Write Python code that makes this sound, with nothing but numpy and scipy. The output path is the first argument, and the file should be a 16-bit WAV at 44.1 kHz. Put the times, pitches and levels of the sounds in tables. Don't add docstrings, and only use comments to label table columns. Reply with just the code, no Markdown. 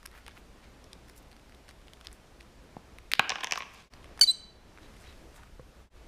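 import sys
import numpy as np
from scipy import signal
from scipy.fft import rfft, irfft, next_fast_len
from scipy.io import wavfile
from scipy.ndimage import uniform_filter1d, map_coordinates

SR = 44100
rng = np.random.default_rng(int(sys.argv[2]) if len(sys.argv) > 2 else 0)


def transcribe(u):
    v = np.clip(np.atleast_2d(u).T, -1, 1)
    q = np.round(v * 32767).astype(np.int16)
    wavfile.write(sys.argv[1], SR, q)


def natural_amplitude(level_db):
    exponent = np.asarray(level_db, float) / 20
    return 10 ** exponent


N = 267687
HZ = np.fft.rfftfreq(4096, 1 / SR)
JOIN_S = [3.897, 5.897]

# (centre [Hz], width [Hz], level [dB])
CRUST = [(900, 1700, 18), (2200, 2100, 4), (3700, 2600, -17.5), (5900, 730, -2), (8780, 1900, 3.5),
         (12420, 830, -4)]


def unit(x):
    return x / np.sqrt(np.mean(x ** 2) + 1e-20)


def along(points, hz):
    f, v = np.transpose(points)
    return np.interp(np.log(hz + 1), np.log(f + 1), v)


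def curves(rows, t):
    s, *cols = np.transpose(rows)
    return [np.interp(t, s, c) for c in cols]


def resonances(modes):
    total = 0
    for k, (centre, width, db) in enumerate(modes):
        damping = 1j * HZ * width
        total = total + (-1) ** k * natural_amplitude(db) * damping / (centre * centre - HZ * HZ + damping)
    return total


def shaped(x, response):
    y = irfft(rfft(x, 4096) * response)[:3000]
    return y / np.abs(y).max()


def add(track, s, sound):
    track[round(s * SR):][:len(sound)] += sound


def ticks(rows, life, colour):
    track, t = np.zeros(N + SR), np.arange(1024) / SR
    for s, db, hz, octaves in rows:
        spray = 0.35 * rng.standard_normal(len(t)) * natural_amplitude(-60 * t / (3 * life))
        spray[0] = 1.1
        width = hz * max(1.7 * octaves, 0.2)
        body = 0.1 / (1 + 1j * HZ / 2200) ** 2
        band = resonances([(hz, width, 0)]) ** 2 - body
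        add(track, s, natural_amplitude(db + 0.5) * shaped(spray, band * colour))
    return track[:N]


def duck_db(t):
    # (time [s], hold [s], hiss gain [dB], rumble gain [dB])
    ducks = [
        (3.173, 0.39, 2, -6),
        (4.215, 0.25, -6.5, -3.5),
        (4.794, 0.51, 3.4, 2.5),
    ]
    attack_s, release_s = 0.05, 0.24
    total = 0
    for s, hold, *db in ducks:
        corners = np.cumsum([s, attack_s, hold, release_s])
        total = total + np.outer(db, np.interp(t, corners, [0, 1, 1, 0]))
    return total


def rush(spectrum, patchy_db):
    hz, _, z = signal.stft(rng.standard_normal(N + 2048), SR, nperseg=2048)
    field = uniform_filter1d(rng.standard_normal(z.shape), 12, 0)
    field = uniform_filter1d(field, 3, 1)
    gain_db = along(spectrum, hz)[:, None] + patchy_db * unit(field)
    return unit(signal.istft(z * natural_amplitude(gain_db), SR, nperseg=2048)[1][:N])


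def room_tone():
    # (frequency [Hz], density [dB])
    hiss = [(59, -28), (100, -1.5), (140, -5.5), (200, -2.5), (586, -8), (787, -10.5), (2120, -16.5),
            (5230, -21), (10900, -28), (15300, -35)]
    # (frequency [Hz], density [dB])
    rumble = [(8.8, -27), (15, -0.5), (59, 0.5), (86, -8.5), (107, -14), (119, -17), (160, -12.5),
              (210, -38.5), (350, -120)]
    # (start [s], murmur [dB], rumble [dB], hiss [dB])
    takes = [
        (0, -59, -61, -76),
        (3.897, -58, -59.5, -76),
        (5.897, -58, -57, -76),
    ]
    t = np.arange(N) / SR
    murmur_db, rumble_db, hiss_db = np.array(takes)[np.searchsorted(JOIN_S, t), 1:].T
    drift = map_coordinates(rng.standard_normal(60), [t * 8])
    swell_db = 1.55 * map_coordinates(rng.standard_normal(40), [t * 2])
    hum = natural_amplitude(-60 + 2 * drift) * np.sin(2 * np.pi * 60 * t + 0.37 * drift)
    air = rush(hiss, patchy_db=0.88)
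    murmur = signal.filtfilt(*signal.butter(1, 0.2), air)
    low = natural_amplitude(rumble_db + 3) * rush(rumble, patchy_db=1.0) + hum
    high_db, low_db = duck_db(t)
    steady = natural_amplitude(hiss_db + 14.5 + high_db) * (air - murmur) + natural_amplitude(low_db) * low
    return natural_amplitude(murmur_db + swell_db + 0.35 * high_db) * murmur + steady


def far_calls():
    # (time [s], level [dB], pitch [Hz], half length [s])
    calls = [
        (.665, -68, 2150, .025),
        (4.85, -65, 3900, .035),
        (5.085, -64, 3900, .06),
        (5.09, -70, 3300, .025),
        (5.385, -63, 950, .045),
    ]
    track = np.zeros(N + SR)
    for s, db, hz, length in calls:
        t = np.arange(-length, length, 1 / SR)
        blur = signal.lfilter(*signal.iirpeak(hz, 18, SR), rng.standard_normal(SR // 4))
        swell = np.exp(-(1.5 * t / length) ** 4)
        add(track, s - length, natural_amplitude(db) * unit(blur[-len(t):]) * swell)
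    return track[:N]


def rustles():
    # (time [s], level [dB], centre [Hz], half length [s])
    brushes = [(0.169, -55, 1300, 0.1), (0.296, -60, 2260, 0.094), (0.058, -44, 1290, 0.0081),
               (0.283, -48.5, 900, 0.0075), (0.369, -52.5, 1340, 0.024), (0.645, -61.5, 1960, 0.037),
               (1.1, -68, 5000, 0.06), (1.177, -59, 8400, 0.038), (1.226, -63, 10000, .008),
               (1.7, -60, 2970, 0.031), (2.052, -54, 2440, 0.018), (2.145, -66, 9000, 0.032),
               (2.411, -66, 2970, 0.028), (3.142, -53.5, 3020, 0.03), (3.743, -60, 9000, 0.014),
               (4.046, -70, 2550, .04), (4.78, -65, 1190, 0.018), (5.014, -65, 7000, 0.055),
               (5.083, -59.5, 2020, 0.15), (5.367, -59.5, 7040, 0.036), (0.173, -66, 11000, 0.063),
               (0.376, -66, 12000, 0.047), (3.807, -58, 2850, .2), (5.249, -59, 348, .2),
               (5.4, -59, 1210, 0.14), (4.832, -62, 2470, 0.048), (3.437, -46, 8700, 0.0064),
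               (3.586, -50.5, 10800, 0.016)]
    track = np.zeros(N + SR)
    for s, db, hz, length in brushes:
        t = np.arange(-length, length, 1 / SR)
        clumps = np.repeat(natural_amplitude(rng.normal(0, 4.5, size=400)), repeats=60)
        peak = signal.iirpeak(hz, 0.7, SR)
        grains = rng.standard_normal(len(clumps)) * clumps
        band = signal.lfilter(*peak, signal.lfilter(*peak, grains))
        swell = np.exp(-(2 * t / length) ** 2)
        add(track, s - length, natural_amplitude(db) * unit(band[:len(t)]) * swell)
    return track[:N]


def thumps():
    # (time [s], peak [dB], low mode [Hz], upper mode [Hz], width [Hz])
    knocks = [
        (2.7671, -28.5, 183, 790, 163),
        (3.194, -25, 128, 348, 197),
        (5.595, -34.5, 133, 505, 46),
    ]
    track = np.zeros(N + SR)
    for s, db, low_hz, upper_hz, width in knocks:
        modes = [(low_hz, 0.7 * width, 0), (upper_hz, width, -1.5), (1100, 2.3 * width, -12)]
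        add(track, s, natural_amplitude(db) * shaped(np.hanning(30), resonances(modes)))
    return track[:N]


def claws():
    # (time [s], peak [dB], centre [Hz], width [octaves])
    steps = [(3.9368, -37.5, 3900, 0.8), (3.966, -49, 2950, 0.59), (3.975, -50, 2150, 1.3),
             (4.03, -47, 3470, 0.44), (4.0432, -37, 2330, 2), (4.0578, -46, 3460, 0.22),
             (4.09, -44, 1660, 1.8), (4.1757, -39, 1500, 3.4), (4.183, -46, 2440, 1.4),
             (4.1925, -31.5, 1500, 1.6), (4.1956, -29.5, 9560, 1), (4.7752, -37.5, 1400, 1.5),
             (4.785, -42.5, 1680, 1.2), (4.8871, -49, 1930, 1.4), (4.9395, -52, 4220, 1.2),
             (4.9648, -51.5, 2870, 0.8), (4.968, -46, 3380, 1.26), (5.3627, -44, 4470, 1.1),
             (5.597, -50, 1650, 1.5), (5.827, -62, 2704, 0.81)]
    return ticks(steps, 0.0039, resonances(CRUST))


def locked(spans, t):
    slip_db_per_s = 5000
    total = 0
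    for start, end, db in spans:
        outside = np.maximum(0, np.maximum(start - t, t - end))
        total = total + natural_amplitude(db - slip_db_per_s * outside)
    return total


def chirp():
    # (time [s], pitch [Hz], level [dB], octave over the pitch [dB])
    notes_sung = [
        [(4.2105, 4750, -45, -10), (4.2122, 4650, -10, -17), (4.216, 4570, -13.5, -17),
         (4.225, 4480, -15.5, -14), (4.231, 4435, -19, -12), (4.238, 4600, -16, -17), (4.2435, 4620, -17, -25),
         (4.2458, 4200, -31, -21), (4.253, 3600, -44, -25)],
        [(4.271, 4250, -50, -12), (4.274, 4100, -30, -14), (4.279, 4012, -24, -20), (4.289, 3985, -19.8, -32),
         (4.302, 4005, -19, -25), (4.309, 4030, -24, -14), (4.313, 4200, -34, 3), (4.318, 4250, -37, 6),
         (4.321, 4200, -65, 0)],
    ]
    # (multiple of a third of the pitch, level [dB]), then of half the pitch
    thirds = [(1, -13), (2, -3), (4, -2.5), (5, -3), (7, -11), (8, -17), (10, -20.5)]
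    halves = [(1, -4), (3, -0.5), (5, -5)]
    # (start [s], end [s], level [dB])
    thirds_lock = [(4.212, 4.218, -11), (4.219, 4.2245, -16), (4.238, 4.239, -22)]
    halves_lock = [(4.228, 4.236, -15)]
    # (start [s], end [s], level [dB])
    hoarse = [
        (4.2105, 4.216, -11),
        (4.236, 4.2395, -13),
        (4.272, 4.274, -12),
    ]
    track = np.zeros(N + SR)
    for note in notes_sung:
        t = np.arange(note[0][0], note[-1][0], 1 / SR)
        hz, db, octave_db = curves(note, t)
        flutter = map_coordinates(rng.standard_normal(90), [np.arange(len(t)) / SR * 900])
        phase = 2 * np.pi * np.cumsum(hz * (1 + 0.0048 * flutter)) / SR
        tone = np.sin(phase) + natural_amplitude(octave_db) * np.sin(2 * phase)
        tone += natural_amplitude(-31.5 - 25 * (hz < 3950)) * np.sin(3 * phase)
        tone += locked(thirds_lock, t) * sum(natural_amplitude(level) * np.cos(k * phase / 3) for k, level in thirds)
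        tone += locked(halves_lock, t) * sum(natural_amplitude(level) * np.cos(k * phase / 2) for k, level in halves)
        breath = signal.lfilter(*signal.butter(2, 0.12), rng.standard_normal(len(t)))
        add(track, t[0], natural_amplitude(db + 2.6) * tone * (1 + (natural_amplitude(-24) + locked(hoarse, t)) * breath))
    beak_opens = resonances([(1200, 900, -4), (6000, 4000, 0)]) / (1 + 1j * HZ / 9000)
    add(track, 4.2108, natural_amplitude(-21) * shaped(rng.standard_normal(60), beak_opens))
    return track[:N]


def nibbling():
    # (time [s], peak [dB], centre [Hz], width [octaves])
    bites = [(0.0302, -39, 5000, 2.7), (0.0566, -35.5, 7700, 0.53), (0.0608, -28, 7140, 1.2),
             (0.2646, -34.5, 2610, 0.77), (0.28, -30, 5800, 1.2), (0.842, -43, 5260, 0.62),
             (0.9312, -31.5, 4950, 0.53), (1.0847, -42, 5950, 5), (1.094, -46.7, 8290, 1.2),
             (1.0974, -39, 6540, 3.1), (1.315, -46, 4230, 0.69), (1.3287, -46.5, 3700, 0.71),
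             (1.523, -44, 2750, 0.9), (1.548, -43, 4170, 1.3), (1.682, -43, 3530, 1.5),
             (1.6902, -36.5, 3550, 1.3), (1.71, -42, 3440, 1.6), (1.882, -40.5, 3200, 0.53),
             (1.9344, -37, 4200, 0.93), (2.0117, -38.5, 3450, 0.75), (2.048, -41, 7000, 4),
             (2.0578, -43, 2910, 0.92), (2.0703, -24.5, 4540, 0.62), (2.0844, -42.5, 3390, 0.84),
             (2.1287, -36, 7700, 0.32), (2.4049, -43, 3550, 0.85), (2.4085, -36.5, 3170, 1.3),
             (2.9856, -33.5, 3000, 1.8)]
    # (time [s], peak [dB])
    light = [(0.0424, -51), (0.0727, -41), (0.1144, -44.5), (0.6417, -45.5), (0.8315, -59), (0.9179, -52),
             (1.1363, -55), (1.3208, -47), (1.3657, -46), (1.3966, -48.5), (1.4953, -46.5), (1.4995, -61),
             (1.5444, -50), (1.6937, -42), (1.6974, -48), (1.8162, -49), (1.8728, -48), (1.8988, -50),
             (1.9408, -54), (1.9717, -48), (1.9884, -56), (2.0051, -50), (2.0532, -48), (2.1158, -45),
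             (2.3962, -54), (2.4286, -49), (2.7666, -53), (2.7993, -56), (3.1528, -30)]
    nibbles = []
    for (s, db), chance in zip(light, rng.standard_normal(40)):
        nibbles.append((s, db, 3900 * natural_amplitude(1.4 * chance), 1.3))
    return ticks(bites + nibbles, 0.0021, resonances(CRUST))


def snap():
    # (centre [Hz], width [Hz], level [dB])
    shell = [(900, 900, -7), (2250, 1500, 2), (5100, 1900, -.5), (8800, 1200, -12), (11500, 2500, -10)]
    # (time [s], peak [dB], centre [Hz], width [octaves])
    breaks = [
        (3.1357, -2.5, 3470, 3.8),
        (3.1946, -15, 7060, 0.55),
    ]
    # (time [s], peak [dB], centre [Hz], width [octaves])
    crackle = [
        (3.1166, -17, 3920, 3.6),
        (3.1182, -27.5, 3530, 4.2),
        (3.1203, -24.5, 3500, 3.6),
        (3.1225, -28.5, 3620, 5),
    ]
    crack = resonances(shell)
    return ticks(breaks, 0.0007, crack) + ticks(crackle, 0.002, crack - 0.35)


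def scatter(modes):
    return [(hz * (1 + rng.normal(0, 0.03)), w, db + rng.normal(0, 2)) for hz, w, db in modes]


def chip():
    # (time [s], peak [dB], bright edge [dB], travel at 1 kHz [s])
    bounces = [(3.1941, -2, -40, 0.0017), (3.2942, -20.5, 6, 0.0035), (3.3025, -17.5, -1, 0.0024),
               (3.314, -33, -15, 0.00096), (3.3189, -18, -18, .0015), (3.3565, -20.5, -8, 0.0014),
               (3.384, -28.5, -25, 0.0017), (3.4062, -29, -11, 0.0016), (3.409, -30.5, -0.5, 0.0021),
               (3.4173, -38.5, -14.5, 0.0014), (3.431, -28, -25, 0.0027), (3.4339, -21, -23.5, 0.0027),
               (3.4441, -18.5, 1, 0.0016), (3.471, -22.5, -5, 0.0016), (3.51, -21.5, 0.5, 0.0032),
               (3.5221, -12, 1.5, 0.0017), (3.5345, -22.5, -3, 0.0014), (3.557, -23, -9, 0.0017),
               (3.575, -22, 0.5, 0.0015), (3.581, -34, -18.5, 0.0014), (3.605, -23, -22.5, .0015),
               (3.6215, -27, -9.5, .0015), (3.6314, -29.5, -22, 0.0012)]
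    # (centre [Hz], width [Hz], level [dB])
    table_modes = [(710, 140, -3), (1057, 81, 12), (1636, 220, 2.5), (2367, 1000, 8.5), (3400, 1600, -3)]
    # (centre [Hz], width [Hz], level [dB])
    chip_modes = [(4340, 1660, 11.5), (5710, 990, 22.5), (7930, 2500, -6), (10920, 2200, -35.5)]
    track, t = np.zeros(N + SR), np.arange(2600) / SR
    dull = 1j * HZ / (500 + 1j * HZ) / (1 + 1j * HZ / 5000) ** 2
    dull = dull / (1 - (HZ / 3900) ** 2 + 1j * HZ / 3700) ** 3
    for s, db, edge_db, travel in bounces:
        delay = (HZ / 1000) ** 0.3 / 0.3 - HZ / 9000
        bending = np.exp(-2j * np.pi * travel * 1000 * delay)
        blow = rng.standard_normal(len(t)) * natural_amplitude(-60 * t / 0.00059)
        shudder = natural_amplitude(-19) * rng.standard_normal(len(t)) * natural_amplitude(-60 * t / 0.036)
        shudder *= np.clip(t / 0.0021, 0, 1)
        table_top = (resonances(scatter(table_modes)) + 0.81) * dull
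        wood = shaped(np.r_[2.5, 0.3 * blow + shudder], table_top * (bending + 0.44))
        click = shaped(blow, resonances(scatter(chip_modes)) * bending / (1 + 1j * HZ / 7000) ** 2)
        add(track, s - 0.088 * travel, natural_amplitude(db - 2) * (wood + natural_amplitude(edge_db) * click))
    return track[:N]


def room(x, gap):
    # (frequency [Hz], time to fall 60 dB [s])
    decay = [(200, 1), (1000, 1), (2500, 0.87), (4000, 0.57), (4600, 0.46), (6000, 0.54), (9000, 0.33),
             (14000, 0.24)]
    hz, t, z = signal.stft(rng.standard_normal(SR), SR, nperseg=256)
    tail = signal.istft(z * natural_amplitude(-60 * t / along(decay, hz)[:, None]), SR, nperseg=256)[1]
    tail *= np.clip(np.arange(len(tail)) / SR / gap, 0, 1)
    return signal.fftconvolve(x, tail / np.linalg.norm(tail))[:N]


def scattered(x, bounds, gap):
    stretch = np.searchsorted(bounds, np.arange(N) / SR)
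    return sum(room(x * (stretch == k), gap) for k in range(len(bounds) + 1))


def scene():
    small = nibbling() + claws() + snap() + thumps()
    drop, voice = chip(), chirp()
    thrown = signal.lfilter(*signal.butter(1, 0.2, "high"), voice)
    roll_s, head_turn_s = [3.29, 3.43, 3.505, 3.57], [4.227, 4.262]
    wet = natural_amplitude(-21.5) * room(small, gap=0.014)
    wet += natural_amplitude(-15) * scattered(drop, roll_s, gap=0.0099)
    wet += natural_amplitude(-16) * scattered(thrown, head_turn_s, gap=0.015)
    return (small + drop + voice + wet + rustles() + far_calls() + room_tone())[None]


def joins():
    t = np.arange(N) / SR
    fade_out_s, fade_in_s = 0.082, [0.043, 0.073]
    dips = [np.interp(t, [s - fade_out_s, s, s + rise], [1, 0, 1]) for s, rise in zip(JOIN_S, fade_in_s)]
    return np.prod(dips, axis=0)


def roll_off(x):
    return signal.sosfilt(signal.butter(12, 16550, fs=SR, output="sos"), x)


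def record(dry):
    # (frequency [Hz], gain [dB])
    treble_limit = [(20, 0), (14950, 0), (15150, -17), (16400, -22), (16600, -90)]
    clipped = dry / (1 + np.abs(dry / 0.52) ** 8) ** (1 / 8)
    padded = next_fast_len(N + SR)
    gain = natural_amplitude(along(treble_limit, np.fft.rfftfreq(padded, 1 / SR)))
    limited = irfft(rfft(clipped, padded) * gain, padded)[:, :N]
    return roll_off(limited * joins())


dry = scene()
out = record(dry)
transcribe(out)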